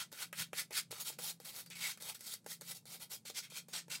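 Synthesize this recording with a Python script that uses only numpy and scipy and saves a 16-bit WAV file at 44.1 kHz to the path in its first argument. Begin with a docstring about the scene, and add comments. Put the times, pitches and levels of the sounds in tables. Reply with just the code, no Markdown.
"""Ventilation hums low in a cluttered workshop while a hand rasp scrubs a light foam form.
Each quick stroke drags lightly, bites as thousands of foam cells tear, and lifts off, coloured by
the resonances of form and rasp. From the second stroke on, the rasp often lands or catches with a
soft knock. The form bumps in the holding hand during the first second; the uneven scrubbing
carries on to four seconds, with a short room tail behind it."""
import sys
import numpy as np
from scipy import signal
from scipy.fft import rfft, irfft
from scipy.io import wavfile
from scipy.ndimage import uniform_filter1d

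SR = 44100
rng = np.random.default_rng(int(sys.argv[2]) if len(sys.argv) > 2 else 0)


def dump(signal):
    """Clip the signal to [-1, 1] and save it as 16-bit WAV at the path in sys.argv[1]."""
    limited = np.clip(np.atleast_2d(signal).T, -1, 1)
    pcm = np.round(limited * 32767).astype(np.int16)
    wavfile.write(sys.argv[1], SR, pcm)


N = 176400


def amp(db):
    return 10 ** (np.asarray(db) / 20)


def unit_rms(x):
    return x / np.sqrt(np.mean(x ** 2) + 1e-20)


def unit_hit(x):
    """Scales a hit so that its loudest 5 ms have rms 1."""
    return x / np.sqrt(uniform_filter1d(x ** 2, 220, mode="constant").max())


def bins(size=4096):
    return np.fft.rfftfreq(size, 1 / SR)


def curve(points, hz):
    """Joins (Hz, value) points along a log frequency axis."""
    f, value = np.transpose(points)
    return np.interp(np.log(hz + 1), np.log(f + 1), value)


def add(mix, start_s, sound):
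    at = round(start_s * SR)
    sound = sound[max(-at, 0):]
    part = mix[max(at, 0):][:len(sound)]
    part += sound[:len(part)]


def wander(hz):
    """Random drift of rms 1, moving at rates up to about hz."""
    return unit_rms(irfft(rfft(rng.standard_normal(N)) / np.sqrt(1 + (bins(N) / hz) ** 4), N))


def eq_impulse(db):
    """Minimum-phase impulse response of an EQ curve."""
    log_gain = np.log(amp(np.maximum(np.r_[db, db[-2:0:-1]], -100)))
    return np.fft.ifft(np.exp(np.conj(signal.hilbert(log_gain)))).real[:2048]


def band(x, lo_hz, hi_hz):
    return signal.sosfilt(signal.butter(2, [lo_hz, hi_hz], "band", fs=SR, output="sos"), x)


def ventilation():
    """A bed of low rushing air with a few wavering hum lines."""
    # The tone of the air. Each row: frequency in Hz, relative level in dB.
    air_eq = [(20, -50), (48, -61), (64, -21.5), (80, -20), (110, -1.5), (160, -2), (210, 0), (280, -8),
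              (400, -11.5), (700, -19), (1500, -29.5), (4000, -30.5), (9000, -25.5), (16000, -45)]
    # The hum lines. Each row: pitch in Hz, level in dB, width of the waver in Hz.
    hum_lines = [(170.4, -69.5, 5.1), (143, -74.5, 6.4), (113.8, -82.5, 7.2), (225.2, -80.5, 14)]
    t = np.arange(N) / SR
    air = irfft(rfft(rng.standard_normal(N)) * amp(curve(air_eq, bins(N))), N)
    out = amp(-71.5) * unit_rms(air)
    for hz, db, width in hum_lines:
        waver = 0.79 + wander(width / 2) + 1j * wander(width / 2)  # moves level and phase
        out += amp(db) * unit_rms((waver * np.exp(2j * np.pi * hz * t)).real)
    return out


def resonances_db(hz):
    """The narrow peaks that the ringing rasp and form put on scrapes and taps."""
    # Each row: centre in Hz, width in Hz, boost in dB.
    peaks = [(1424, 27, 0), (1488, 17, 2), (1996, 46, 3.5), (2116, 220, -0.5), (2532, 33, 1),
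             (3227, 53, 7.5), (3725, 99, 6.5), (3685, 61, -0.5), (4400, 430, 4.5), (4934, 57, 7),
             (5487, 73, 7), (6480, 210, 2), (8000, 124, 4.5), (11020, 230, 4)]
    return sum(db / (1 + (2 * (hz - centre) / width) ** 2) for centre, width, db in peaks)


def scraping():
    """Foam cells tear under the force of each stroke; the place of contact sets the colour."""
    # The strokes. Each row: start, time to full bite and hold in seconds, gain in dB, light drag
    # in dB against the bite, EQ in dB for body, rasp and fizz, contact resonance in Hz, its boost in dB.
    strokes = [(-0.004, 0.012, 0.0088, -43, 6, -1, 0.7, -4, 1400, 6.5),
               (0.114, 0.11, 0.0047, -43, -16, -0.2, 1.7, 0.3, 1430, 7.9),
               (0.324, 0.073, 0.025, -41.5, -27, -7, 1.5, -1, 8650, 5),
               (0.526, 0.06, 0.017, -39.5, -28, -7, -0.9, -1, 1780, 9),
               (0.704, 0.0035, 0.013, -63.5, -3, 20, 13, 4, 1894, 5),
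               (0.722, 0.054, 0.011, -36, -15, -8, -1.5, -2.5, 1813, 6.5),
               (0.904, 0.029, 0.078, -55, 2, 2.5, -1, 0, 1252, 13),
               (0.995, 0.013, 0.008, -47.5, -14, 1, -6, 6, 6700, 11),
               (1.045, 0.034, 0.013, -42.5, -15, -2.5, -5, 1.3, 1270, 5.3),
               (1.119, 0.011, 0.008, -59.5, -8, 1, 0, -5, 4400, 1),
               (1.183, 0.061, 0.06, -45.5, -9.5, -0.5, -3.5, 2, 2885, 3),
               (1.403, 0.004, 0.044, -64.5, -2, -3, 0, -1, 4570, -2),
               (1.444, 0.0085, 0.051, -53, -12, 2.5, -1, 3.5, 4570, -4),
               (1.517, 0.045, 0.044, -50, -26, 4.2, -2, 2.7, 7360, -4),
               (1.656, 0.0018, 0.0018, -61, -3, 0, -4, -13, 4680, 23),
               (1.699, 0.003, 0.028, -54.5, -12.0, -7, 5, -6, 2530, 5),
               (1.748, 0.076, 0.051, -43, -11.5, -3, 1, -1.5, 2230, 11),
               (1.875, 0.026, 0.013, -45, -20, -5.5, -1.5, -2.5, 1610, 4),
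               (1.998, 0.058, 0.034, -51.5, -5, 5.5, 0.4, 2, 4091, 0),
               (2.086, 0.0084, 0.0061, -46.5, -12, 1.5, -0.5, 1.5, 4090, 1),
               (2.139, 0.0094, 0.006, -57, -16.4, -9, -1, 3, 5800, 10.9),
               (2.197, 0.072, 0.029, -48.9, -14, -3, -4.5, -0.2, 4651, 1),
               (2.302, 0.029, 0.0057, -47, -24, -11, -3.5, 2, 4830, 3),
               (2.457, 0.053, 0.021, -47, -22, -7.5, -5.5, 1, 1860, 8),
               (2.604, 0.092, 0.019, -47.5, -16.5, -2, -2, 1.5, 5943, 2),
               (2.741, 0.017, 0.011, -54.5, -20, 2, -11, 1, 2713, 15),
               (2.857, 0.068, 0.031, -51.5, -8.5, 3, -3, 1, 6600, -1),
               (2.993, 0.031, 0.0068, -51.5, -27, 4, 0, 3.5, 4170, 5),
               (3.094, 0.028, 0.028, -48.5, -30, 0.5, -4, 2.3, 7050, 5),
               (3.249, 0.0088, 0.044, -50.5, -2, -13, -1.5, -3.5, 4000, 2),
               (3.338, 0.036, 0.015, -43, -35, -5.5, -2, -3.6, 6300, 9),
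               (3.418, 0.022, 0.012, -55.5, -24, -8.2, 5, -3.5, 2170, 5.4),
               (3.496, 0.078, 0.0073, -45, -14.5, -5.5, -1.5, -3, 2460, 7.5),
               (3.68, 0.0052, 0.06, -63.5, -21, 3, -1.5, -1, 6600, 11),
               (3.725, 0.014, 0.039, -45, -18, -1, 1.5, -6, 8484, 11),
               (3.774, 0.0085, 0.017, -50, -12.0, -14, -7, -12, 1830, 16),
               (3.894, 0.023, 0.041, -44, -29, -2, -2.1, -4.5, 2800, 6.2)]
    # The tone all strokes share. Each row: frequency in Hz, relative level in dB.
    scrape_eq = [(100, -17), (250, -27), (330, -12), (520, -6.5), (680, -8), (870, -4), (1120, -8),
                 (1400, -1.5), (1750, -6), (2200, 2), (2750, -2.5), (3700, -0.5), (6000, -2.5),
                 (8000, -1.5), (12000, -3.5), (16000, -7)]
    cells_per_s, cell_spread_db = 19000, 1.7
    chatter_hz, chatter_db = 170, 1.23  # uneven grip of the teeth
    touch_s, bite_db_per_s, lift_db_per_s = 0.0096, 476, 539
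    contact_width_hz = 190
    hz, out = bins(), np.zeros(N)
    colour = curve(scrape_eq, hz) + resonances_db(hz)
    colour -= 10 * np.log10(np.mean(amp(colour) ** 2 * ((hz > 3000) & (hz < 8500))))  # level by treble
    polarity = rng.choice([-1., 1.], N)
    sizes = amp(cell_spread_db * np.minimum(rng.exponential(1, N), 4))
    torn = rng.random(N) < cells_per_s / SR
    tearing = unit_rms(polarity * sizes * torn * amp(chatter_db * wander(chatter_hz)))
    for start, rise, hold, db, drag_db, body_db, rasp_db, fizz_db, contact_hz, boost_db in strokes:
        t = np.arange(0, rise + hold + 60 / lift_db_per_s, 1 / SR)
        touch = np.minimum(t / touch_s, 1)
        bite = amp(drag_db) + (1 - amp(drag_db)) * amp(bite_db_per_s * np.minimum(t - rise, 0))
        lift_off = amp(-lift_db_per_s * np.maximum(t - rise - hold, 0))
        force = amp(db) * touch * bite * lift_off
        place = curve([(800, body_db), (1400, rasp_db), (2500, rasp_db),
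                       (4500, 0), (7500, 0.05), (11000, fizz_db)], hz)
        place += boost_db / (1 + (2 * (hz - contact_hz) / contact_width_hz) ** 2)
        grains = np.take(tearing, round(start * SR) + np.arange(len(t)), mode="wrap")
        stroke = signal.fftconvolve(force * grains, eq_impulse(colour + place))
        add(out, start, close_echoes(stroke))
    return amp(-0.12) * out


def close_echoes(x):
    """A fresh scatter of reflections off hands, body and form, which keep moving."""
    echoes_per_s, decay_s, echo_db = 4000, 0.0085, -11
    t = np.arange(SR // 30) / SR
    echoes = rng.standard_normal(len(t)) * (rng.random(len(t)) < echoes_per_s / SR)
    echoes *= (t > .001) * np.exp(-t / decay_s)
    path = (t == 0) + amp(echo_db) * echoes / np.linalg.norm(echoes)
    return signal.fftconvolve(x, path / np.linalg.norm(path))


def uneven_foam(x):
    """Patches of colour come and go as the rasp crosses uneven foam."""
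    depth_db, patch_hz, patch_s = 1.83, 450, 0.023
    spectra = signal.stft(x, SR, nperseg=256, noverlap=192)[2]
    patches = uniform_filter1d(rng.standard_normal(spectra.shape), round(patch_hz * 256 / SR), axis=0)
    patches = uniform_filter1d(patches, round(patch_s * SR / 64), axis=1)
    gain = unit_rms(amp(depth_db * unit_rms(patches)))
    return signal.istft(spectra * gain, SR, nperseg=256, noverlap=192)[1][:N]


def taps():
    """The rasp lands or catches: the form thuds, and crushed cells give a woody knock and a tick."""
    # Each row: start in seconds, then the faders for thud, knock and tick in dB, ahead of their trims.
    hits = [(0.118, -69, -56, -60), (0.127, -56, -65, -53), (0.328, -53.5, -40, -49.5),
            (0.5316, -44.5, -39, -51), (0.708, -52, -51.5, -56), (0.909, -54.5, -82, -54),
            (0.916, -76, -79, -47.5), (0.926, -50, -45.5, -68), (1.101, -53.5, -57, -62),
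            (1.188, -51, -44.5, -50), (1.198, -53.5, -58, -69), (1.401, -55.5, -59, -57),
            (1.662, -76, -56.5, -57.5), (1.702, -66, -70, -54.5), (1.974, -66, -53.5, -57.5),
            (2.023, -63, -63, -49.5), (2.148, -69, -56, -52.5), (2.193, -79, -70, -63),
            (2.208, -65.5, -53, -52), (2.339, -63, -51, -45), (2.444, -74, -72, -71.5),
            (2.463, -47.5, -47, -52), (2.611, -61, -55.5, -51), (2.618, -56, -52.5, -55),
            (2.717, -64, -56, -49), (2.855, -64, -62, -58.5), (3.253, -61.5, -60, -61),
            (3.3, -52.5, -71, -67), (3.502, -77, -68, -60), (3.521, -59, -79, -71), (3.685, -59, -58, -60),
            (3.882, -58, -58.5, -64)]
    # The modes of the knocked form. Each row: pitch in Hz, relative level in dB, t60 in seconds.
    form_modes = [(437, -23, 0.018), (494, 2.5, 0.031), (585, 1.5, 0.027), (813, -0.5, 0.037),
                  (880, -33, 0.022)]
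    thud_trim_db, knock_trim_db, tick_trim_db = 0.5, -4.5, 3
    burst_s, tail_s, tail_db = 0.0013, 0.015, -7
    out, t = np.zeros(N), np.arange(0, .1, 1 / SR)
    ring = eq_impulse(resonances_db(bins()))
    crush_decay = np.exp(-t / burst_s) + amp(tail_db) * np.exp(-t / tail_s)
    for start, thud_db, knock_db, tick_db in hits:
        crush = signal.fftconvolve(rng.standard_normal(len(t)) * crush_decay, ring)[:len(t)]
        detunes = 1 + 0.05 * rng.standard_normal(len(form_modes))
        thud = sum(amp(db - 60 * t / t60) * np.sin(2 * np.pi * hz * detune * t)
                   for (hz, db, t60), detune in zip(form_modes, detunes))
        add(out, start, amp(thud_trim_db + thud_db) * unit_hit(band(close_echoes(thud), 260, 2040)))
        add(out, start, amp(knock_trim_db + knock_db) * unit_hit(band(crush, 1230, 2780)))
        add(out, start, amp(tick_trim_db + tick_db) * unit_hit(band(crush, 3300, 13500)))
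    return out


def hand_bumps():
    """Soft low pushes as the form shifts in the holding hand."""
    # Each row: start in seconds, length in seconds, rough pitch in Hz, level in dB.
    bumps = [(.365, 0.092, 170, -58), (.385, 0.04, 69, -72), (.87, .11, 135, -66.5)]
    out = np.zeros(N)
    for start, length, hz, db in bumps:
        swell = np.hanning(int(length * SR))
        rumble = band(rng.standard_normal(N // 10), hz * 0.8, hz * 1.06)[-len(swell):]
        add(out, start, amp(db) * unit_rms(rumble * swell))
    return out


def room(x):
    """The cluttered workshop adds a short, weak tail that dies sooner in the treble."""
    # Each row: frequency in Hz, t60 in seconds.
    decay_times = [(200, 0.23), (1000, 0.14), (4000, 0.16), (15000, 0.05)]
    predelay_s, wet_db = .008, -20
    t = np.arange(SR // 2) / SR
    hz, frame_s, spectra = signal.stft(rng.standard_normal(len(t)) * (t > predelay_s), SR, nperseg=256)
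    decay = amp(-60 * frame_s / curve(decay_times, hz)[:, None])
    tail = signal.istft(spectra * decay, SR, nperseg=256)[1][:len(t)]
    return x + amp(wet_db) * signal.fftconvolve(x, tail / np.linalg.norm(tail))[:N]


def scene():
    """Strokes, knocks and handling in the workshop, over the ventilation, in mono."""
    handwork = uneven_foam(scraping()) + taps() + hand_bumps()
    return (room(handwork) + ventilation())[None]


def record(dry):
    """A steep high cut takes off the very top."""
    cutoff_hz = 15900
    high_cut = signal.firwin(511, cutoff_hz, window=("kaiser", 9), fs=SR)
    return signal.oaconvolve(dry, high_cut[None], "same")


dry = scene()
out = record(dry)
dump(out)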